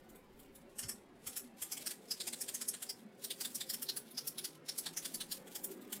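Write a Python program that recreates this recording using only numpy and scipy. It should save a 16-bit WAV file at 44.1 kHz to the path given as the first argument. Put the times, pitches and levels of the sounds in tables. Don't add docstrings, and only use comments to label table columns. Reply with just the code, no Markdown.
import sys
import numpy as np
from scipy import signal
from scipy.fft import rfft, irfft, next_fast_len
from scipy.io import wavfile
from scipy.ndimage import uniform_filter1d, map_coordinates

SR = 44100
rng = np.random.default_rng(int(sys.argv[2]) if len(sys.argv) > 2 else 0)


def master(y):
    cut = np.clip(np.atleast_2d(y).T, -1, 1)
    pcm = np.round(cut * 32767)
    wavfile.write(sys.argv[1], SR, pcm.astype(np.int16))


N = 264600

# (frequency [Hz], relative density [dB])
AIR_SPECTRUM = [(30, -24), (85, -23.5), (150, -7.5), (240, 2), (305, -5), (395, 0.5), (435, -7), (560, -6),
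                (615, -13), (760, -12), (1100, -17.5), (2300, -21), (6000, -36.5), (15000, -50)]
HANDLING_SPECTRUM = [(15, -2), (35, 0), (90, -10), (170, -7), (400, -39)]
# (time [s], level [dB])
AIR_LEVEL = [(0, -60), (3.3, -59.5), (4.6, -58.5), (5.3, -56.5), (6, -55.5)]
# (time [s], level [dB])
HANDLING_LEVEL = [(0, -71), (.4, -65), (.9, -71), (2, -84), (3.2, -99), (4.6, -90), (5.2, -75), (6, -87)]
# (time [s], nominal pitch [Hz], fundamental level [dB])
DRONE_GLIDE = [(0, 100, -82), (2.5, 118, -85.5), (4, 145, -72.5), (5.1, 168, -65.5), (5.6, 190, -70),
               (6, 215, -61.5)]
# (time [s], level [dB])
BUMPS = [(0.846, -52), (1.277, -62.5), (1.62, -69)]
# (frequency [Hz], relative density [dB])
BUMP_SPECTRUM = [(20, -12), (60, 1), (150, -0.5), (260, -18), (700, -50)]
# (frequency [Hz], t60 [s])
ROOM_T60 = [(300, 0.67), (3000, 0.099), (8000, 0.23), (15000, 0.16)]
# (time [s], gain [dB])
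ROOM_SEND = [(1.4, 5.5), (2.2, -0.5), (6, 0.5)]
# (time [s], gain [dB])
MID_TREBLE = [(.9, 1), (1.3, -1.5), (2.1, 0.5), (2.4, 5), (2.7, 2), (2.9, -1), (3.6, 2.5), (3.85, -5),
              (4.4, -6.5), (4.75, -1), (6, 1.5)]
TOP_TREBLE = [(.5, 7), (.85, -5), (1.3, 0), (1.9, 2), (2.2, -1.5), (2.55, 2.5), (2.7, -7), (2.9, 1),
              (3.5, 5), (4.7, -2), (5.65, 7.5)]
# (frequency [Hz], relative density [dB])
RUB_SPECTRUM = [(1000, -2.5), (3500, 10), (6300, 7), (7800, 9), (10500, 9), (13500, 4.5), (15500, -1)]
# (time [s], strength [dB], contact hardness [dB], barrel pitch [Hz], barrel ring level [dB])
CLICKS = [(0.098, -71.5, -2, 4300, -86), (0.159, -74.5, 4.5, 3580.0, -76), (0.399, -73.5, 5.5, 3580, -70.5),
          (0.558, -70.5, 6.5, 3510.0, -70.0), (0.793, -47, -1, 5730, -62), (0.836, -53.5, -8, 5300, -54),
          (0.894, -47.5, -0.5, 5500, -52), (1.274, -47.5, -0.5, 5200, -59), (1.372, -47.5, 2.5, 5140, -62),
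          (1.626, -46, -0.5, 5830.0, -61), (1.725, -47, 0, 5850, -46), (1.775, -50.5, -6.5, 4650, -65),
          (1.87, -44.5, -2, 5230.0, -44), (1.912, -49, -4, 4330, -54), (2.116, -46.5, -0.5, 5160, -39),
          (2.21, -48, -4.0, 4350, -43.5), (2.279, -45, -3.5, 4550.0, -50.5),
          (2.335, -49, -5.0, 4100, -51.5), (2.416, -48.5, 3, 5500.0, -48.5), (2.49, -48.5, -3, 3570.0, -50),
          (2.55, -48, 1.0, 6240, -47.5), (2.619, -46.5, -2.0, 5000, -50), (2.689, -47, 8.5, 5660, -45.5),
          (2.744, -50, -5.5, 4270.0, -59.0), (2.829, -48, 0, 3070, -58), (2.9, -49, -1, 5080.0, -43),
          (3.248, -49, 1, 4500, -47.5), (3.311, -49, -1.5, 3580, -42), (3.414, -46.5, -3, 4830, -46),
          (3.454, -47, -3.0, 3900, -45), (3.556, -51, 5.5, 5540.0, -46), (3.613, -48.5, -5, 3850.0, -43),
          (3.702, -45.5, -0.5, 4800, -43), (3.741, -46.5, -0.0, 5410.0, -50), (3.827, -47, 2, 4960.0, -62),
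          (3.895, -46.5, -2.5, 4480, -36.5), (3.972, -46.5, 2.5, 4700.0, -54),
          (4.115, -69, 11, 3470.0, -66), (4.183, -47.5, -2.5, 4980, -39.5), (4.279, -47.5, 6.5, 5360, -47),
          (4.388, -47.5, -0.5, 3860, -47), (4.45, -45, -1.0, 4830, -43.5), (4.693, -47, -3.5, 4880, -40.5),
          (4.788, -46.5, 5.5, 5040, -47.5), (4.867, -46.5, -6.5, 4060, -43),
          (4.976, -45.5, -2.0, 6000, -42), (5.056, -45.5, -4, 4360, -48), (5.149, -48.5, 3.5, 4900, -48.5),
          (5.212, -47.5, -5, 3940, -44.5), (5.323, -46.5, 0, 4460.0, -43.5),
          (5.478, -62, -8.5, 3510.0, -75), (5.559, -48.5, -4, 4920.0, -53), (5.646, -51, 5, 6000.0, -60),
          (5.719, -60, -2.5, 4470, -69.0), (5.819, -69.5, -1, 3700.0, -70), (5.931, -47, -5.5, 3820, -59)]
# (frequency [Hz], relative density [dB])
KNOCK_SPECTRUM = [(100, -73), (300, -17), (700, -6), (1100, -8), (1700, -1), (2400, -3), (3300, -0.5),
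                  (4500, -34), (6500, -31)]
SNAP_SPECTRUM = [(1500, -56), (4500, -13.5), (6200, -8), (7300, -1), (8700, -4), (9800, -8), (11500, -34)]
EDGE_SPECTRUM = [(3000, -78), (8000, -12.5), (9600, -8), (10200, -4), (11300, -4), (12000, -5),
                 (13500, -22)]
FIZZ_SPECTRUM = [(4000, -75), (10500, -2), (12200, -9), (12900, 2.5), (13600, -1.5), (14900, 2.5),
                 (15800, -21)]
# (centre [Hz], width [Hz], gain above the rest [dB])
BODY_MODES = [(3550, 450, 3), (4580, 380, 2), (5400, 400, 3.5), (8300, 400, 1.5), (10990, 400, 2)]

SPRING_HZ, BAND_LIMIT_HZ = 15332, 15830
KNOCK_DB, EDGE_DB, FIZZ_DB = -7, -0.5, -4.5
KNOCK_DB_PER_HARD_DB, EDGE_DB_PER_HARD_DB, FIZZ_DB_PER_HARD_DB = -0.75, 1, 0.8
RUB_DB, RUB_LEAD_S, RUB_TRAIL_S = -12.5, 0.043, 0.078
RESTING_RUB_DB = -79
RUB_START_DB, RUB_FULL_S = -15, 1.75


def amp(db):
    return 10 ** (np.asarray(db) / 20)


def unit(x):
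    return x / np.sqrt(np.mean(x ** 2) + 1e-20)


def along(points, hz):
    f, v = np.transpose(points)
    return np.interp(np.log(hz + 1), np.log(f + 1), v)


def curves(rows):
    s, *cols = np.transpose(rows)
    return [np.interp(np.arange(N) / SR, s, c) for c in cols]


def filtered(x, response):
    m = next_fast_len(len(x) + 2048)
    hz = np.fft.rfftfreq(m, 1 / SR)
    return irfft(rfft(x, m) * response(hz), m)[:len(x)]


def noise(spectrum):
    return unit(filtered(rng.standard_normal(N), lambda hz: amp(along(spectrum, hz))))


def resonance(f, centre, width):
    return 1j * f * width / (centre ** 2 - f ** 2 + 1j * f * width)


def wobble(knots_per_s):
    knots = rng.standard_normal(int(N * knots_per_s / SR) + 4)
    return map_coordinates(knots, [np.arange(N) * knots_per_s / SR])


def add(track, s, sound):
    start = max(round(s * SR), 0)
    part = track[start:start + len(sound)]
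    part += sound[:len(part)]


def patchy(x, depth_db):
    z = signal.stft(x, nperseg=2048)[2]
    field = uniform_filter1d(rng.standard_normal(z.shape), size=3, axis=0)
    field = uniform_filter1d(field, size=5, axis=1)
    swollen = signal.istft(z * amp(depth_db * unit(field)), nperseg=2048)[1]
    return unit(swollen[:N])


def room_air():
    level_db, = curves(AIR_LEVEL)
    return amp(level_db) * patchy(noise(AIR_SPECTRUM), depth_db=3.5)


def handling_rumble(trim_db=-2):
    level_db, = curves(HANDLING_LEVEL)
    return amp(level_db + trim_db) * noise(HANDLING_SPECTRUM)


def blurred_line(phase, multiple, knots_per_s):
    sine = wobble(knots_per_s) * np.sin(multiple * phase)
    cosine = wobble(knots_per_s) * np.cos(multiple * phase)
    return unit(sine + cosine)


def drone(blur_knots_per_s=24, overtone_db=-5):
    hz, level_db = curves(DRONE_GLIDE)
    phase = 2 * np.pi * np.cumsum(hz) / SR
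    fundamental = blurred_line(phase, 0.99, blur_knots_per_s * 0.99)
    overtone = blurred_line(phase, 2, blur_knots_per_s * 2)
    return amp(level_db) * (fundamental + amp(overtone_db) * overtone)


def bumps(swell_s=0.0153):
    t = np.arange(SR // 3) / SR
    out = np.zeros(N)
    for s, level_db in BUMPS:
        thud = noise(BUMP_SPECTRUM)[:len(t)] * t * np.exp(-t / swell_s)
        thud *= np.sqrt(2 * swell_s * SR) / np.linalg.norm(thud)
        add(out, s - swell_s, amp(level_db) * thud)
    return out


def room_response(wall_delay_s=0.024, wall_spread_s=0.0041, wall_db=-17, tail_db=-9.5):
    hz, t, z = signal.stft(rng.standard_normal(SR // 2), SR, nperseg=256)
    decay_db = -60 * t / along(ROOM_T60, hz)[:, None]
    tail = signal.istft(z * amp(decay_db), SR, nperseg=256)[1]
    age_s = np.arange(len(tail)) / SR
    cluster = np.exp(-.5 * ((age_s - wall_delay_s) / wall_spread_s) ** 2)
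    walls = rng.standard_normal(len(age_s)) * cluster
    return amp(tail_db) * tail / np.linalg.norm(tail) + amp(wall_db) * walls / np.linalg.norm(walls)


def room(x, count=20):
    send_db, = curves(ROOM_SEND)
    out = np.zeros(N)
    for k, piece in enumerate(np.split(x * amp(send_db), count)):
        add(out, k * len(piece) / SR, signal.fftconvolve(piece, room_response()))
    return out


def shaded(x, centre_hz=8000, width_hz=1500, top_hz=12100, skirt_hz=350):
    middle = filtered(x, lambda hz: np.exp(-((hz - centre_hz) / width_hz) ** 4))
    top = filtered(x, lambda hz: .5 + .5 * np.tanh((hz - top_hz) / skirt_hz))
    middle_db, = curves(MID_TREBLE)
    top_db, = curves(TOP_TREBLE)
    return x + (amp(middle_db) - 1) * middle + (amp(top_db) - 1) * top


def thumb(grain_db=3, stroke_db=3.0, tick_db=2):
    t = np.arange(0, N, 64) / SR
    power = amp(RESTING_RUB_DB) ** 2
    for s, strength_db, *_ in CLICKS:
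        reach_s = np.where(t < s, RUB_LEAD_S, RUB_TRAIL_S)
        level_db = strength_db + RUB_DB + RUB_START_DB * max(1 - s / RUB_FULL_S, 0)
        power = power + amp(level_db) ** 2 * np.exp(-((t - s) / reach_s) ** 2)
    travel, = curves(np.column_stack([t, np.sqrt(power)]))
    pressure_db = grain_db * wobble(90) + stroke_db * wobble(22.04) + tick_db * wobble(700)
    return travel * unit(noise(RUB_SPECTRUM) * amp(pressure_db))


def burst(t, rise_s, fall_s, scrape_db, grain_db):
    slip = np.exp(-np.abs(t / np.where(t < 0, rise_s, fall_s)) ** 2.02)
    scrape = amp(scrape_db) * np.sin(np.pi * np.clip(t / t[0], 0, 1))
    contact_db = grain_db * np.minimum(rng.standard_normal(len(t)), 2)
    contacts = rng.standard_normal(len(t)) * amp(contact_db)
    return (slip + scrape) * contacts


def pen(barrel_width_hz=1100, scatter_db=2.5, spring_db=-8, spring_t60_s=0.067, scrape_db=-24, ragged_db=1.0):
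    lead_s, core_s = .045, .018
    t = np.arange(-lead_s, .08, 1 / SR)
    hz = np.fft.rfftfreq(len(t), 1 / SR)
    body = 1 + sum((amp(db) - 1) * resonance(hz, centre, width) for centre, width, db in BODY_MODES)
    spectra = (KNOCK_SPECTRUM, SNAP_SPECTRUM, EDGE_SPECTRUM, FIZZ_SPECTRUM)
    knock, snap, edge, fizz = (amp(along(spectrum, hz)) for spectrum in spectra)
    spring = resonance(hz, SPRING_HZ, np.log(1000) / np.pi / spring_t60_s)
    out = np.zeros(N)
    for s, strength_db, hard_db, barrel_hz, barrel_db in CLICKS:
        teeth_db = map_coordinates(rng.standard_normal(80), [(t + lead_s) * 500], mode="nearest")
        slips = burst(t, rise_s=0.0077, fall_s=0.012, scrape_db=scrape_db, grain_db=3.0)
        contacts = rfft(amp(ragged_db * teeth_db) * slips)
        grip_curve = map_coordinates(rng.standard_normal(64), [hz / 450], mode="nearest")
        grip = amp(scatter_db * grip_curve)
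        barrel = resonance(hz, barrel_hz, barrel_width_hz) * resonance(hz, barrel_hz, 4600)
        knock_db = strength_db + KNOCK_DB + KNOCK_DB_PER_HARD_DB * hard_db
        edge_db = strength_db + EDGE_DB + EDGE_DB_PER_HARD_DB * hard_db
        fizz_db = strength_db + FIZZ_DB + FIZZ_DB_PER_HARD_DB * hard_db
        parts = [(knock, knock_db), (barrel, barrel_db), (snap, strength_db),
                 (edge, edge_db), (fizz, fizz_db), (spring, fizz_db + spring_db)]
        for part, level_db in parts:
            ring = irfft(contacts * body * grip * part, len(t))
            ring *= np.sqrt(core_s * SR) / np.linalg.norm(ring)
            add(out, s - lead_s, amp(level_db) * ring)
    return out


def scene():
    background = room_air() + handling_rumble() + drone() + bumps()
    clicks = pen()
    return (background + shaded(clicks + room(clicks) + thumb()))[None]


def record(dry):
    return np.array([filtered(channel, lambda hz: hz < BAND_LIMIT_HZ) for channel in dry])


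dry = scene()
out = record(dry)
master(out)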